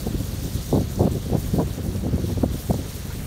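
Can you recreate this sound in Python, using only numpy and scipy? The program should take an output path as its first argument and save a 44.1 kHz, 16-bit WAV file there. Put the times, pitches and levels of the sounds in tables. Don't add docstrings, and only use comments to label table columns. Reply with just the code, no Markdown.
import sys
import numpy as np
from scipy import signal
from scipy.fft import rfft, irfft, next_fast_len
from scipy.io import wavfile
from scipy.ndimage import uniform_filter1d

SR = 44100
rng = np.random.default_rng(int(sys.argv[2]) if len(sys.argv) > 2 else 0)


def store_wav(level_fs):
    pcm = np.round(np.clip(np.atleast_2d(level_fs), -1, 1) * 32767)
    wavfile.write(sys.argv[1], SR, pcm.T.astype(np.int16))


def decibels_to_gain(level_db):
    exponent = np.asarray(level_db, float) / 20
    return 10 ** exponent


N = 143766

# centre_s, level_db over the breeze, half_length_s, air_speed_db over calm
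GUSTS = [(0.07, 7, 0.013, 9.5), (0.146, 14, 0.0088, 5.5), (.209, 4.5, 0.01, 6), (0.446, 2, 0.026, 3.5),
         (0.557, 3.5, 0.037, 0.5), (0.75, 10, .04, 10.5), (.81, 8.5, 0.009, 8.5),
         (1.018, 13.5, 0.044, 10.5), (1.072, 9.5, 0.0099, 7.5), (1.112, 6.5, 0.014, 5.5),
         (1.15, 9, 0.025, 6), (1.262, 4, 0.0096, 7), (1.328, 8, 0.039, 8.5), (1.55, 8, 0.031, 5.5),
         (1.6, 11, 0.03, 11), (1.676, 2.5, 0.015, 3.5), (1.78, 1, 0.017, 7), (1.872, 4.5, 0.032, 5),
         (1.957, 4, 0.018, 4.5), (2.053, 6, 0.03, 7.5), (2.138, 10, 0.023, 5), (2.184, 5.5, 0.017, 7),
         (2.244, 9.5, 0.017, 6), (2.298, 6, 0.019, 7), (2.376, 5.5, .012, 7), (2.436, 6.5, 0.016, 10),
         (2.55, 8, 0.0096, 5), (2.702, 13, 0.016, 8), (2.747, 8.5, 0.015, 7), (2.792, 9, 0.0087, 6.5)]
# time_s, level_db
BREEZE = [(0, -25), (.1, -25), (.5, -23), (.59, -24.5), (.635, -30), (.7, -21.5), (.9, -24), (1.2, -26),
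          (1.47, -22), (1.7, -25), (1.9, -23), (2.3, -24.5), (2.5, -19.5), (2.6, -30), (2.7, -25.5),
          (3.0, -28), (3.26, -22.5)]
# freq_hz, density_db per Hz
EDDIES = [(15, -15), (40, 1.5), (90, -2.5), (150, -6), (260, -14), (420, -35), (650, -68), (1000, -72)]
# time_s, peak_db, lump_hz
SLAPS = [(.7285, -7.5, 507), (.743, -9, 257), (.996, -10.5, 486), (1.078, -9.5, 397), (1.335, -13, 473),
         (1.587, -11.5, 417), (2.4365, -4, 191), (2.4412, -6.5, 394), (2.710, -6, 493), (2.742, -15, 515),
         (2.794, -12.5, 260), (.074, -22, 520), (2.068, -19, 520), (2.134, -19.5, 430), (2.181, -19.5, 473),
         (2.374, -18, 413), (2.434, -18, 790), (1.301, -16, 378), (1.367, -19, 450)]
# time_s, mist_db, splash_db against mist
WAFTS = [(0.0, -43.5, 1), (.25, -44, 0), (.55, -43, 2), (.75, -44.5, 1.5), (.95, -45, 1), (1.25, -45, 0.5),
         (1.42, -43.5, -1), (1.6, -45, 0), (1.95, -45, -1.5), (2.1, -49.5, 1.5), (2.28, -45.5, 2.5),
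         (2.47, -47.5, 0.5), (2.58, -43, -1), (2.8, -45, 1.5), (2.98, -44, 1.5), (3.05, -46.5, 2),
         (3.16, -44.5, 0.5), (3.26, -45.5, -2.5)]
# freq_hz, density_db per Hz
SPRAY_COLOUR = [(180, -20), (400, -4.5), (900, -17.5), (1500, -19), (2500, -22.5), (3700, -18.5),
                (7000, -19.5), (15700, -23)]
# freq_hz, share
MIST_SHARE = [(1500, 0.019), (4000, .1), (7000, 0.84), (9000, 1.13), (14000, 1.44)]
# freq_hz, share
SPLASH_SHARE = [(1500, 0.033), (2500, 0.14), (3500, 1), (6500, 0.71), (9000, 0.066)]
# end_s, depth_db, length_s
LULLS = [(0.172, 5, 0.08), (0.337, 3.5, .04), (0.424, 4, 0.023), (0.602, 3, 0.044), (0.883, 4, .07),
         (1.1, 5, 0.066), (1.21, 4, 0.041), (1.355, 5.5, 0.066), (1.66, 4.5, .04), (1.717, 4, 0.016),
         (1.823, 3.5, 0.074), (1.92, 2.5, 0.065), (2.053, 2.5, .06), (2.19, 1.5, 0.07), (2.4, 1, .05),
         (2.495, 3, .06), (2.853, 3, 0.033), (3.04, 1, 0.027), (3.12, 1.5, .03)]
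# freq_hz, width_hz, gain_db
NOTCHES = [(5050, 300, -3.5), (7700, 480, -3), (10400, 490, -5.5), (14000, 330, 0.5)]
# time_s, level_db, pitch_hz, length_s
LARGE_DROP = (.9578, -26, 5700, .0004)
# pitch_hz, level_db, t60_s
PIPE_MODES = [(945, -5, .05), (1410, -6, 0.076), (2200, -10, .05)]


def evened(x):
    return x / np.sqrt(np.mean(x ** 2) + 1e-20)


def read(points, hz):
    f_hz, value = np.transpose(points)
    return np.interp(np.log(hz + 1), np.log(f_hz + 1), value)


def drift(t_s, low_hz, top_hz):
    total = 0
    for f_hz in np.geomspace(low_hz, top_hz, num=30):
        total = total + np.sin(2 * np.pi * (f_hz * t_s + rng.random())) / np.sqrt(f_hz)
    return evened(total)


def gusts(t_s):
    rise_share, squareness = 0.7, 1.92
    centre_s, level_db, half_s, speed_db = np.transpose(GUSTS)[:, :, None]
    u = (t_s - centre_s) / half_s
    skewed = np.where(u < 0, u / rise_share, u * rise_share)
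    shape = np.exp(-abs(skewed) ** squareness)
    return (level_db * shape).max(0), (speed_db * shape).max(0)


def eddies(t_s, coarse_s, speed):
    steady, steady_cycles = 0.6, 5
    size = next_fast_len(N)
    hz = np.fft.rfftfreq(size, 1 / SR)
    noise = rfft(rng.standard_normal(size))
    out = np.zeros(N)
    for centre_hz in 20 * np.sqrt(2) ** np.arange(16):
        octaves = np.log2((hz + 1) / centre_hz)
        share = np.cos(np.pi * np.clip(octaves, -0.5, 0.5)) ** 2
        band = irfft(noise * share, size)[:N]
        power = uniform_filter1d(band ** 2, round(steady_cycles * SR / centre_hz)) / np.mean(band ** 2)
        band = band / (abs(power) + 0.1) ** (steady / 2)
        gain = decibels_to_gain(read(EDDIES, centre_hz / speed)) / np.sqrt(speed)
        out += band * np.interp(t_s, coarse_s, gain)
    calm_rms = np.sqrt(np.mean(decibels_to_gain(2 * read(EDDIES, hz))))
    return out / calm_rms


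def wavelet(t_s, hz):
    u = (np.pi * hz * t_s) ** 2
    return (1 - 2 * u) * np.exp(-u)


def slaps(t_s):
    slap_db = -2.5
    out = np.zeros(N)
    for k, (at_s, peak_db, lump_hz) in enumerate(SLAPS):
        lump = wavelet(np.clip(t_s - at_s, -0.05, 0.05), lump_hz)
        out += (-1) ** k * decibels_to_gain(peak_db + slap_db) * lump
    return out


def wind():
    eddy_db, ragged_db, flutter_db, flutter_top_hz = -3.5, 2, 1.5, 110.2
    t_s = np.arange(N) / SR
    coarse_s = t_s[::16]
    gust_db, speed_db = gusts(coarse_s)
    speed = decibels_to_gain(speed_db + flutter_db * drift(coarse_s, 8, flutter_top_hz))
    rumble = eddies(t_s, coarse_s, speed)
    breeze_db = np.interp(coarse_s, *np.transpose(BREEZE))
    level_db = breeze_db + eddy_db + gust_db + ragged_db * drift(coarse_s, 15, 160)
    return rumble * np.interp(t_s, coarse_s, decibels_to_gain(level_db)) + slaps(t_s)


def drops():
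    drops_per_s, spread_db = 1500, 5
    out, t_s = np.zeros(N), np.arange(200) / SR
    size_db = spread_db * np.minimum(rng.exponential(1, N), 4)
    size = decibels_to_gain(size_db) * (rng.random(N) < drops_per_s / SR)
    kind = rng.integers(0, 24, N)
    for k, hz in enumerate(np.geomspace(2500, 15000, num=24)):
        cycles = t_s * hz
        grain = np.sin(2 * np.pi * hz * t_s) * cycles * np.exp(-cycles / 1.23)
        out += signal.oaconvolve(size * (kind == k), grain * hz)[:N]
    return evened(out)


def spray_motion_db(t_s, hz, shape):
    patch_db, flicker_db = 0.98, 0.8
    lull_end_s, lull_from_hz, lull_octaves = 0.0092, 4300, 1.05
    near_s, near_db_per_s, near_hz = 2.63, 5, 2080

    patches = uniform_filter1d(rng.standard_normal(shape), size=12, axis=0)
    patches = evened(uniform_filter1d(patches, size=16, axis=1))
    waft_s, mist_db, splash_db = np.transpose(WAFTS)
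    waft_db = np.interp(t_s, waft_s, mist_db)
    body_db = np.interp(t_s, waft_s, mist_db + splash_db)
    moving_db = read(MIST_SHARE, hz) * (waft_db - waft_db.mean()) + patch_db * patches
    moving_db += read(SPLASH_SHARE, hz) * (body_db - body_db.mean())

    blown_db = 0
    for end_s, depth_db, length_s in LULLS:
        span_s = np.where(t_s < end_s, length_s, lull_end_s)
        blown_db = blown_db + depth_db * np.exp(-((t_s - end_s) / span_s) ** 2)
    moving_db -= np.clip(np.log2((hz + 1) / lull_from_hz) / lull_octaves, 0, 1) * blown_db

    near_share = np.exp(-np.log((hz + 1) / near_hz) ** 2 / 0.079)
    moving_db += near_share * near_db_per_s * np.maximum(t_s - near_s, 0)

    blend = np.clip(np.log2((hz + 1) / 4500), 0, 1.5) / 0.84
    flicker = blend * drift(t_s, 6.5, 50) + 0.31 * (1 - blend) * drift(t_s, 6, 50)
    return moving_db + flicker_db * flicker, waft_db.mean()


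def spray():
    spray_db, drops_db = 6, -9
    source = rng.standard_normal(N) + decibels_to_gain(drops_db) * drops()
    hz, t_s, z = signal.stft(source, SR, nperseg=512, noverlap=384)
    z = z / np.sqrt(uniform_filter1d((abs(z) ** 2).mean(1), size=9))[:, None]
    notch_db = sum(db * np.exp(-((hz - f_hz) / width_hz) ** 2) for f_hz, width_hz, db in NOTCHES)
    colour = decibels_to_gain(read(SPRAY_COLOUR, hz) + notch_db)[:, None]
    moving_db, mean_db = spray_motion_db(t_s, hz[:, None], z.shape)
    hiss = signal.istft(z * colour * decibels_to_gain(moving_db), SR, nperseg=512, noverlap=384)[1][:N]
    return decibels_to_gain(spray_db + mean_db) * evened(hiss)


def large_drop():
    at_s, level_db, pitch_hz, length_s = LARGE_DROP
    u_s = np.arange(N) / SR - at_s
    return decibels_to_gain(level_db) * np.cos(2 * np.pi * pitch_hz * u_s) * np.exp(-(u_s / length_s) ** 2 * 4)


def pipe_tap():
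    tap_s, tap_db = 3.104, -33
    u_s = np.maximum(np.arange(N) / SR - tap_s, 0)
    out = np.zeros(N)
    for pitch_hz, level_db, t60_s in PIPE_MODES:
        out += decibels_to_gain(tap_db + level_db - 60 * u_s / t60_s) * np.sin(2 * np.pi * pitch_hz * u_s)
    return out


def scene():
    return (wind() + spray() + large_drop() + pipe_tap())[None]


def top_cut(x):
    return signal.sosfilt(signal.butter(12, 15790, fs=SR, output="sos"), x)


def record(dry):
    bass_cut_hz, edge_hz = 44.3, 15720
    bass_cut = signal.butter(2, bass_cut_hz, "high", fs=SR, output="sos")
    band_limit = signal.firwin(1023, edge_hz, window=("kaiser", 9), fs=SR)
    mix = signal.sosfilt(bass_cut, dry)
    mix = signal.oaconvolve(mix, band_limit[None], "same")
    return top_cut(mix)


dry = scene()
out = record(dry)
store_wav(out)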